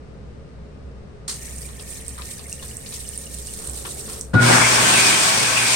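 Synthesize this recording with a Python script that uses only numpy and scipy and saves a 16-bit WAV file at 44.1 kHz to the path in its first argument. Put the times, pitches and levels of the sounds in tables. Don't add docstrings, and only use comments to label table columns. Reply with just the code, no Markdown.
import sys
import numpy as np
from scipy import signal
from scipy.fft import rfft, irfft, next_fast_len
from scipy.io import wavfile
from scipy.ndimage import uniform_filter1d

SR = 44100
rng = np.random.default_rng(int(sys.argv[2]) if len(sys.argv) > 2 else 0)


def store_wav(level_fs):
    pcm = np.round(np.clip(np.atleast_2d(level_fs), -1, 1) * 32767)
    wavfile.write(sys.argv[1], SR, pcm.T.astype(np.int16))


N = 253575
TIME = np.arange(N) / SR
VALVE_OPEN_S, VALVE_SHUT_S, DRYER_ON_S = 1.277, 4.185, 4.333


def from_db(db):
    return 10 ** (np.asarray(db) / 20)


def rms_one(x):
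    return x / np.sqrt(np.mean(x ** 2) + 1e-20)


def rise(start, seconds):
    return np.clip((TIME - start) / seconds, 0, 1)


def fall(start, t60):
    return np.exp(-np.log(1000) * np.clip((TIME - start) / t60, 0, 3))


def swell(middle, seconds):
    return 2 ** (-2 * ((TIME - middle) / seconds) ** 2)


def in_time(rows):
    times, *columns = np.transpose(rows)
    return [np.interp(TIME, times, column) for column in columns]


def at_hz(points, hz):
    point_hz, values = np.transpose(points)
    return np.interp(np.log(hz + 1e-9), np.log(point_hz), values)


def band(x, low_hz, high_hz, order=2):
    return signal.sosfilt(signal.butter(order, [low_hz, high_hz], "band", fs=SR, output="sos"), x)


def bell(x, hz, width_hz, db):
    return x + (from_db(db) - 1) * signal.lfilter(*signal.iirpeak(hz, hz / width_hz, fs=SR), x)


def drift(rate_hz):
    hop, run_in = 40, 2000
    pole = np.exp(-2 * np.pi * rate_hz * hop / SR)
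    white = rng.standard_normal(N // hop + run_in + 2)
    slow = signal.lfilter([1], [1, -2 * pole, pole * pole], white)[run_in:]
    return np.interp(np.arange(N) / hop, np.arange(len(slow)), rms_one(slow))


def noise(spectrum, likeness):
    size = next_fast_len(N)
    hz = np.fft.rfftfreq(size, 1 / SR)
    mid, side = rfft(rng.standard_normal((2, size)))
    alike = at_hz(likeness, hz)
    both = np.sqrt(1 + alike) * mid + np.sqrt(1 - alike) * side * [[1], [-1]]
    return rms_one(irfft(both * from_db(at_hz(spectrum, hz)), size)[:, :N])


def blown(hz, width_hz):
    phase = 2 * np.pi * np.cumsum(hz * np.ones(N)) / SR
    return drift(width_hz) * np.cos(phase) + drift(width_hz) * np.sin(phase)


def swirl(x, low_hz, high_hz, depth_db, rate_hz, count=11):
    size = next_fast_len(N)
    spectrum, out = rfft(x, size), 0
    log_hz = np.log(np.fft.rfftfreq(size, 1 / SR) + 1)
    place = np.interp(log_hz, np.log([low_hz, high_hz]), [0, count - 1])
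    for k in range(count):
        part = irfft(spectrum * np.maximum(1 - np.abs(place - k), 0), size)[..., :N]
        inside = 0 < k < count - 1
        out = out + part * from_db(depth_db * inside * np.clip(drift(rate_hz), -2, 2))
    return rms_one(out)


def ring(clicks, hz, t60):
    pole, step = from_db(-60 / (t60 * SR)), 2 * np.pi * hz / SR
    return signal.lfilter([0, np.sin(step)], [1, -2 * pole * np.cos(step), pole ** 2], clicks + 1e-18)


def room(x, t60=0.16):
    t = TIME[:SR // 2]
    tail = rng.standard_normal((2, len(t))) * np.exp(-np.log(1000) * t / t60) * (t > .003)
    tail /= np.sqrt(np.sum(tail ** 2) / 2)
    return signal.fftconvolve(np.atleast_2d(x), tail, axes=1)[:, :N]


def ventilation():
    # f/Hz, relative level/dB
    spectrum = [(25, -13.5), (45, -28), (63, -0.5), (90, -14), (150, -11.5), (310, -23), (450, -18.5),
                (800, -29), (1300, -33.5), (3300, -43.5), (5500, -45.5), (8000, -55), (11000, -67),
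                (15000, -88)]
    # f/Hz, left-right likeness
    likeness = [(60, 0.7), (180, 0.76), (550, 0.088), (1650, -0.0), (4970, 0.00062), (15000, 0.11)]
    # f/Hz, width/Hz, level/dB
    modes = [(63.2, 2.9, -43), (117.3, 3, -54), (147, 9.2, -57), (212.3, 6.4, -55.5), (259.3, 13, -59),
             (416.5, 5.4, -59.5), (453, 4, -61.5), (541, 5.4, -60.5), (1230, 10, -69.5)]
    rush = from_db(-40) * noise(spectrum, likeness)
    return rush + sum(from_db(db) * blown(hz, width) for hz, width, db in modes)


def spurt():
    # f/Hz, relative level/dB
    spectrum = [(600, -17), (1100, -4.5), (1600, -10.5), (2700, -12), (4200, -0.5), (6500, 0), (9000, -4),
                (12000, -14), (15500, -28)]
    envelope = rise(VALVE_OPEN_S, 0.0053) * fall(VALVE_OPEN_S, t60=0.28)
    return from_db(-23.5) * envelope * noise(spectrum, likeness=[(600, 0.31), (9000, 0.21)])


def fizz(per_s, low_hz, high_hz, cycles, spread_db, count=14):
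    at = np.flatnonzero(rng.random(N) < per_s / SR)
    sizes = from_db(spread_db * np.minimum(rng.exponential(1, len(at)), 3.5))
    sizes *= rng.choice([-1, 1], len(at))
    pan = rng.normal(np.pi / 4, 1.0, len(at))
    pitch_slot = rng.integers(0, count, len(at))
    out = np.zeros((2, N))
    for k, hz in enumerate(np.geomspace(low_hz, high_hz, count)):
        clicks = np.zeros((2, N))
        clicks[:, at] = sizes * np.array([np.cos(pan), np.sin(pan)]) * (pitch_slot == k) * np.sqrt(hz)
        out += band(ring(clicks, hz, cycles / hz), hz / 1.134, hz * 1.05, order=1)
    return rms_one(out)


def hand_in_stream():
    # t/s, share 0-1
    catch = [(1.4, 0.4), (1.75, 0.98), (2.82, 0.8), (3.17, .25), (3.6, 0)]
    # middle t/s, spray level/dB, wash level/dB
    spills = [(1.46, -38.5, -45), (1.64, -42, -53), (1.94, -35.5, -46.5), (2.3, -33.5, -46),
              (2.68, -37.5, -55), (2.96, -31.5, -50)]
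    caught, = in_time(catch)
    spilt_spray = sum(from_db(db) * swell(s, seconds=.08) for s, db, _ in spills)
    spilt_wash = sum(from_db(db) * swell(s, seconds=.08) for s, _, db in spills)
    spray_db, wash_db = -35 - 6.2 * caught, -50 + caught
    return np.hypot(from_db(spray_db), spilt_spray), np.hypot(from_db(wash_db), spilt_wash)


def stream(hiss):
    spray_gain, wash_gain = hand_in_stream()
    spray = from_db(-4) * rms_one(band(hiss, 3500, 14700))
    spray += from_db(-5.5) * fizz(2100, 5510, 11100, cycles=19, spread_db=3.5)
    wash = from_db(-0.5) * rms_one(band(hiss, 670, 4230))
    wash += from_db(-4) * fizz(450, 1700, 4100, cycles=47, spread_db=1.3)
    wash += from_db(-13) * blown(1830, 30)
    return spray_gain * from_db(1.62 * drift(25)) * spray + wash_gain * wash


def droplets(per_s=4):
    jitter, sizes, pitches = rng.standard_normal((60, 3)).T
    times = VALVE_OPEN_S + (np.arange(1, len(jitter) + 1) + .3 * jitter) / per_s
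    return [(s, -35 + 1.4 * size, 8800 + 240 * pitch, -24)
            for s, size, pitch in zip(times, sizes, pitches) if s < VALVE_SHUT_S]


def plinks(rows, cycles, swell_cycles, glide):
    out, t = np.zeros(N), TIME[:SR // 20]
    for s, db, hz in rows:
        turns = hz * t
        shape = (1 - np.exp(-(turns / swell_cycles) ** 2)) * np.exp(-np.log(1000) * turns / cycles)
        bend = 1 + glide * (np.minimum(turns / cycles, 1) - .5)
        at = round(s * SR)
        out[at:at + len(t)] += from_db(db) * shape / shape.max() * np.sin(2 * np.pi * turns * bend)
    return out


def drops():
    # t/s, level/dB, f/Hz, relative tick level/dB
    sharp_drops = [(1.5824, -32, 8530, -8), (2.0808, -24, 8550, -30), (2.4957, -30.5, 9040, -14),
                   (2.527, -23, 8140, -7), (2.7686, -24.5, 8150, -20), (3.0891, -25.5, 8870, -29),
                   (3.1765, -21.5, 9040, -27), (3.4703, -30, 8800, -18), (3.6735, -26, 8800, -24),
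                   (3.696, -23, 8100, -21), (4.2106, -22, 8200, -8.5)]
    # t/s, level/dB, f/Hz
    bubbles = [(1.6501, -37, 2410), (2.4568, -37, 2150), (2.5216, -31, 2770), (2.595, -34, 2900),
               (2.7127, -35, 2940), (3.053, -34.5, 2990), (3.1328, -36, 3000), (3.2655, -33.5, 2910),
               (3.485, -34, 2950)]
    s, db, hz, tick_db = np.transpose(sharp_drops + droplets())
    pings = plinks(zip(s, db, hz), cycles=39, swell_cycles=9.1, glide=.12)
    ticks = plinks(zip(s + .0008, db + tick_db, 0.73 * hz), cycles=10, swell_cycles=5, glide=0.21)
    snaps = plinks(zip(s + .0014, db, 1.9 * hz), cycles=6.4, swell_cycles=1, glide=0)
    low_plinks = plinks(bubbles, cycles=86, swell_cycles=2.8, glide=0.04)
    return from_db(1.5) * pings + from_db(13) * ticks + from_db(-3) * snaps + from_db(-3.5) * low_plinks


def squelches(hiss):
    # t/s, slap level/dB, spray level/dB, t60/s
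    hits = [(1.688, -42, -44, 0.084), (1.795, -47, -36.5, 0.083), (2.178, -34, -38.5, 0.15),
            (2.219, -57, -33.5, 0.04), (2.393, -46.5, -39, 0.094), (2.624, -37.5, -36, 0.07),
            (2.86, -52, -36, 0.057), (2.922, -46.5, -40.5, 0.14), (3.6, -46, -55, 0.55),
            (3.851, -32.5, -34, 0.098), (4.078, -41, -44.5, 0.41)]
    slap, spray = rms_one(band(hiss, 970, 1510)), rms_one(band(hiss, 2800, 5800))
    return sum(rise(s, 0.0011) * fall(s, t60) * (from_db(slap_db) * slap + from_db(spray_db) * spray)
               for s, slap_db, spray_db, t60 in hits)


def drain():
    # f/Hz, width/Hz, level/dB relative to the gurgle
    modes = [(440, 5.6, -7.5), (760, 28, -17.5)]
    gurgle = noise([(120, -16), (260, -1.5), (340, 4), (440, 3.5), (630, -4), (850, -11), (1400, -10.5),
                    (3000, -27), (6000, -49)], likeness=[(200, 0.66), (800, 0.069)])
    pipe = sum(from_db(db) * blown(hz, width) for hz, width, db in modes)
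    return from_db(-44) * rise(3.39, seconds=0.34) * (gurgle + pipe)


def faucet():
    # f/Hz, relative level/dB
    spectrum = [(1000, -3.5), (1450, -10), (1850, 0), (2300, 4), (3000, 1), (4200, 0.5), (6200, -4),
                (8000, -0.5), (10000, -5), (12000, -3.5), (15500, -7.5)]
    water = noise(spectrum, likeness=[(1000, 0.066), (8000, 0.044), (11000, 0.46)])
    hiss = swirl(water, 1750, 9200, depth_db=2.3, rate_hz=30)
    flow = rise(VALVE_OPEN_S, .004) * fall(VALVE_SHUT_S, t60=0.42)
    running = flow * (stream(hiss) + drain())
    splashes = (spurt() + squelches(hiss)) * from_db(1.9 * drift(120)) + drops()
    return running + splashes + from_db(-6) * room(splashes)


def motor_hum(hz=120):
    surge = from_db(-13.5) * rise(DRYER_ON_S, 0.024) * fall(DRYER_ON_S + 0.039, t60=0.027)
    load = from_db(-30) + from_db(-19.5) * fall(DRYER_ON_S + 0.12, t60=0.71)
    current = surge + load * rise(DRYER_ON_S + 0.063, 0.027)
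    phase = 2 * np.pi * np.cumsum(hz * (1 + 0.0061 * drift(8.8))) / SR
    tone = np.sin(phase) + from_db(-7.5) * np.sin(2 * phase) + from_db(-19) * np.sin(3 * phase)
    return np.sqrt(2) * current * from_db(1.8 * drift(9)) * tone


def rotor_squeal(hz=1441, sharp_hz=59.9):
    pitch = hz * (1 + 0.0034 * drift(40)) + sharp_hz * fall(DRYER_ON_S, t60=0.114)
    envelope = rise(DRYER_ON_S, 0.037) * fall(DRYER_ON_S + 0.07, t60=0.064)
    squeal = np.sqrt(2) * from_db(-12) * envelope * np.sin(2 * np.pi * np.cumsum(pitch) / SR)
    chafe = from_db(-24) * fall(DRYER_ON_S + .27, t60=.5) * blown(hz, width_hz=3.7)
    return squeal + from_db(-4) * room(squeal) + chafe


def housing_jolt():
    thud = noise([(50, -26), (90, 2), (230, 4), (400, -10.5), (1200, -9.5), (2600, -28), (3700, -24.5),
                  (5500, -32), (9000, -39), (15000, -54)], likeness=[(100, 0.52), (2000, 0.14)])
    return from_db(-12.5) * fall(DRYER_ON_S, t60=0.43) * thud


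def air_jet():
    # t/s, roar level/dB, hiss level/dB
    levels = [(4.44, -17.5, -21), (4.5, -11, -15), (4.585, -9.5, -16.5), (4.65, -14.5, -16),
              (4.86, -12, -12.5), (4.93, -12, -11), (5.28, -14, -10), (5.45, -14, -13), (5.74, -15, -10)]
    # f/Hz, relative level/dB
    spectrum = [(45, -21), (80, -20), (150, -10.5), (450, -12.5), (720, -7.5), (1000, -1.5), (1250, -5.5),
                (1600, -5.5), (2050, -5), (3300, -4), (4000, -7), (5500, -4.5), (8300, -10), (11500, -19),
                (15500, -25)]
    # f/Hz, left-right likeness
    likeness = [(60, 0.62), (130, 0.8), (290, 0.45), (640, -0.4), (1410, 0.0045), (3100, -0.12),
                (6820, 0.12), (15000, 0.35)]
    # f/Hz, width/Hz, level/dB
    whistle_modes = [(398, 4, -35), (508, 8, -38), (648, 8, -32), (893, 5, -38), (1047, 5, -36),
                     (1301, 4, -36), (1480, 6, -35), (1546, 4, -30), (1665, 8, -35), (2203, 5, -33),
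                     (2318, 10, -33), (2514, 7, -33)]
    # f/Hz, width/Hz, level/dB
    nozzle_modes = [(997, 120, -34), (1590, 39, -27.5), (3380, 64, -29.5)]
    roar_db, hiss_db = in_time(levels)
    palm_db = 4 * (1 - rise(4.51, 0.047))
    buffet_db = -8 + 0.99 * roar_db + palm_db
    air = swirl(noise(spectrum, likeness), 610, 9300, depth_db=1.4, rate_hz=6.3)
    buffet = from_db(buffet_db + drift(17)) * rms_one(band(air, 69, 614, order=3))
    midrange = rms_one(band(noise(spectrum, likeness), 675, 2100, order=3))
    roar = from_db(roar_db - 2 + 0.59 * drift(27)) * midrange
    hiss = from_db(hiss_db + 1.5 + .5 * drift(29)) * rms_one(band(air, 2680, 15800, order=3))
    hollow = cupped_hand()
    whistles = sum(from_db(db - 0.5) * (blown(hz, width) + 0.48 * blown(hz, width) * [[1], [-1]])
                   for hz, width, db in whistle_modes)
    nozzle = sum(from_db(db + drift(4.4)) * np.array([blown(hz, width), blown(hz, width)])
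                 for hz, width, db in nozzle_modes)
    speed = rise(DRYER_ON_S, 0.1)
    rush = speed ** 2 * (buffet + roar + hollow) + speed ** 4 * (hiss + nozzle)
    walls = band(room(rush), 450, 2800)
    return from_db(-0.5) * (rush + .5 * walls) + speed ** 2 * whistles


def cupped_hand(half_open_hz=2380, half_open_db=-23):
    # middle t/s, length/s, f/Hz, level/dB
    cups = [(4.635, .04, 2240, -16.5), (4.955, .045, 2716, -15.5), (4.994, 0.036, 2323, -12.5),
            (5.099, 0.076, 2432, -14), (5.577, 0.0218, 2466, -9.5), (5.66, .13, 2380, -16)]
    shapes = [(half_open_hz, from_db(half_open_db) ** 2)]
    shapes += [(hz, (from_db(db) * swell(s, length)) ** 2) for s, length, hz, db in cups]
    power = sum(weight for _, weight in shapes)
    pitch = sum(hz * weight for hz, weight in shapes) / power
    pitch += 60 * drift(7.3)
    vowel = rms_one(blown(pitch, 150) + 1.4 * np.array([blown(pitch, 260), blown(pitch, 240)]))
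    curl = rise(4.545, seconds=0.079)
    return np.sqrt(power) * curl * vowel


def gain_control(x, knee_db=-26, share=0.57, lag_s=0.67):
    power = np.abs(uniform_filter1d(np.mean(x ** 2, axis=0), size=1024))
    excess_db = np.maximum(10 * np.log10(power + 1e-12) - knee_db, 0)
    pole = np.exp(-1 / (lag_s * SR))
    return x * from_db(-signal.lfilter([1 - pole], [1, -pole], share * excess_db))


def scene():
    washroom = ventilation() + faucet()
    motor = rise(DRYER_ON_S, 0.0097) * (motor_hum() + rotor_squeal() + housing_jolt())
    return washroom + motor + air_jet()


def record(dry):
    left = bell(dry[0], 1090, 570, db=0.5)
    right = bell(dry[1], 930, 500, db=-6)
    right = bell(right, 3270, 600, db=-4.5)
    right = bell(right, 5770, 3700, db=-7)
    right = bell(right, 8700, 800, db=12)
    both = gain_control(np.array([left, right]))
    both = bell(both, 10360, 890, db=-34)
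    both = signal.sosfilt(signal.butter(3, [12500, 14500], "bandstop", fs=SR, output="sos"), both)
    both = both / (1 + (np.abs(both) / .95) ** 8) ** (1 / 8)
    return signal.sosfilt(signal.ellip(10, .1, 80, 16000, fs=SR, output="sos"), both)


dry = scene()
out = record(dry)
store_wav(out)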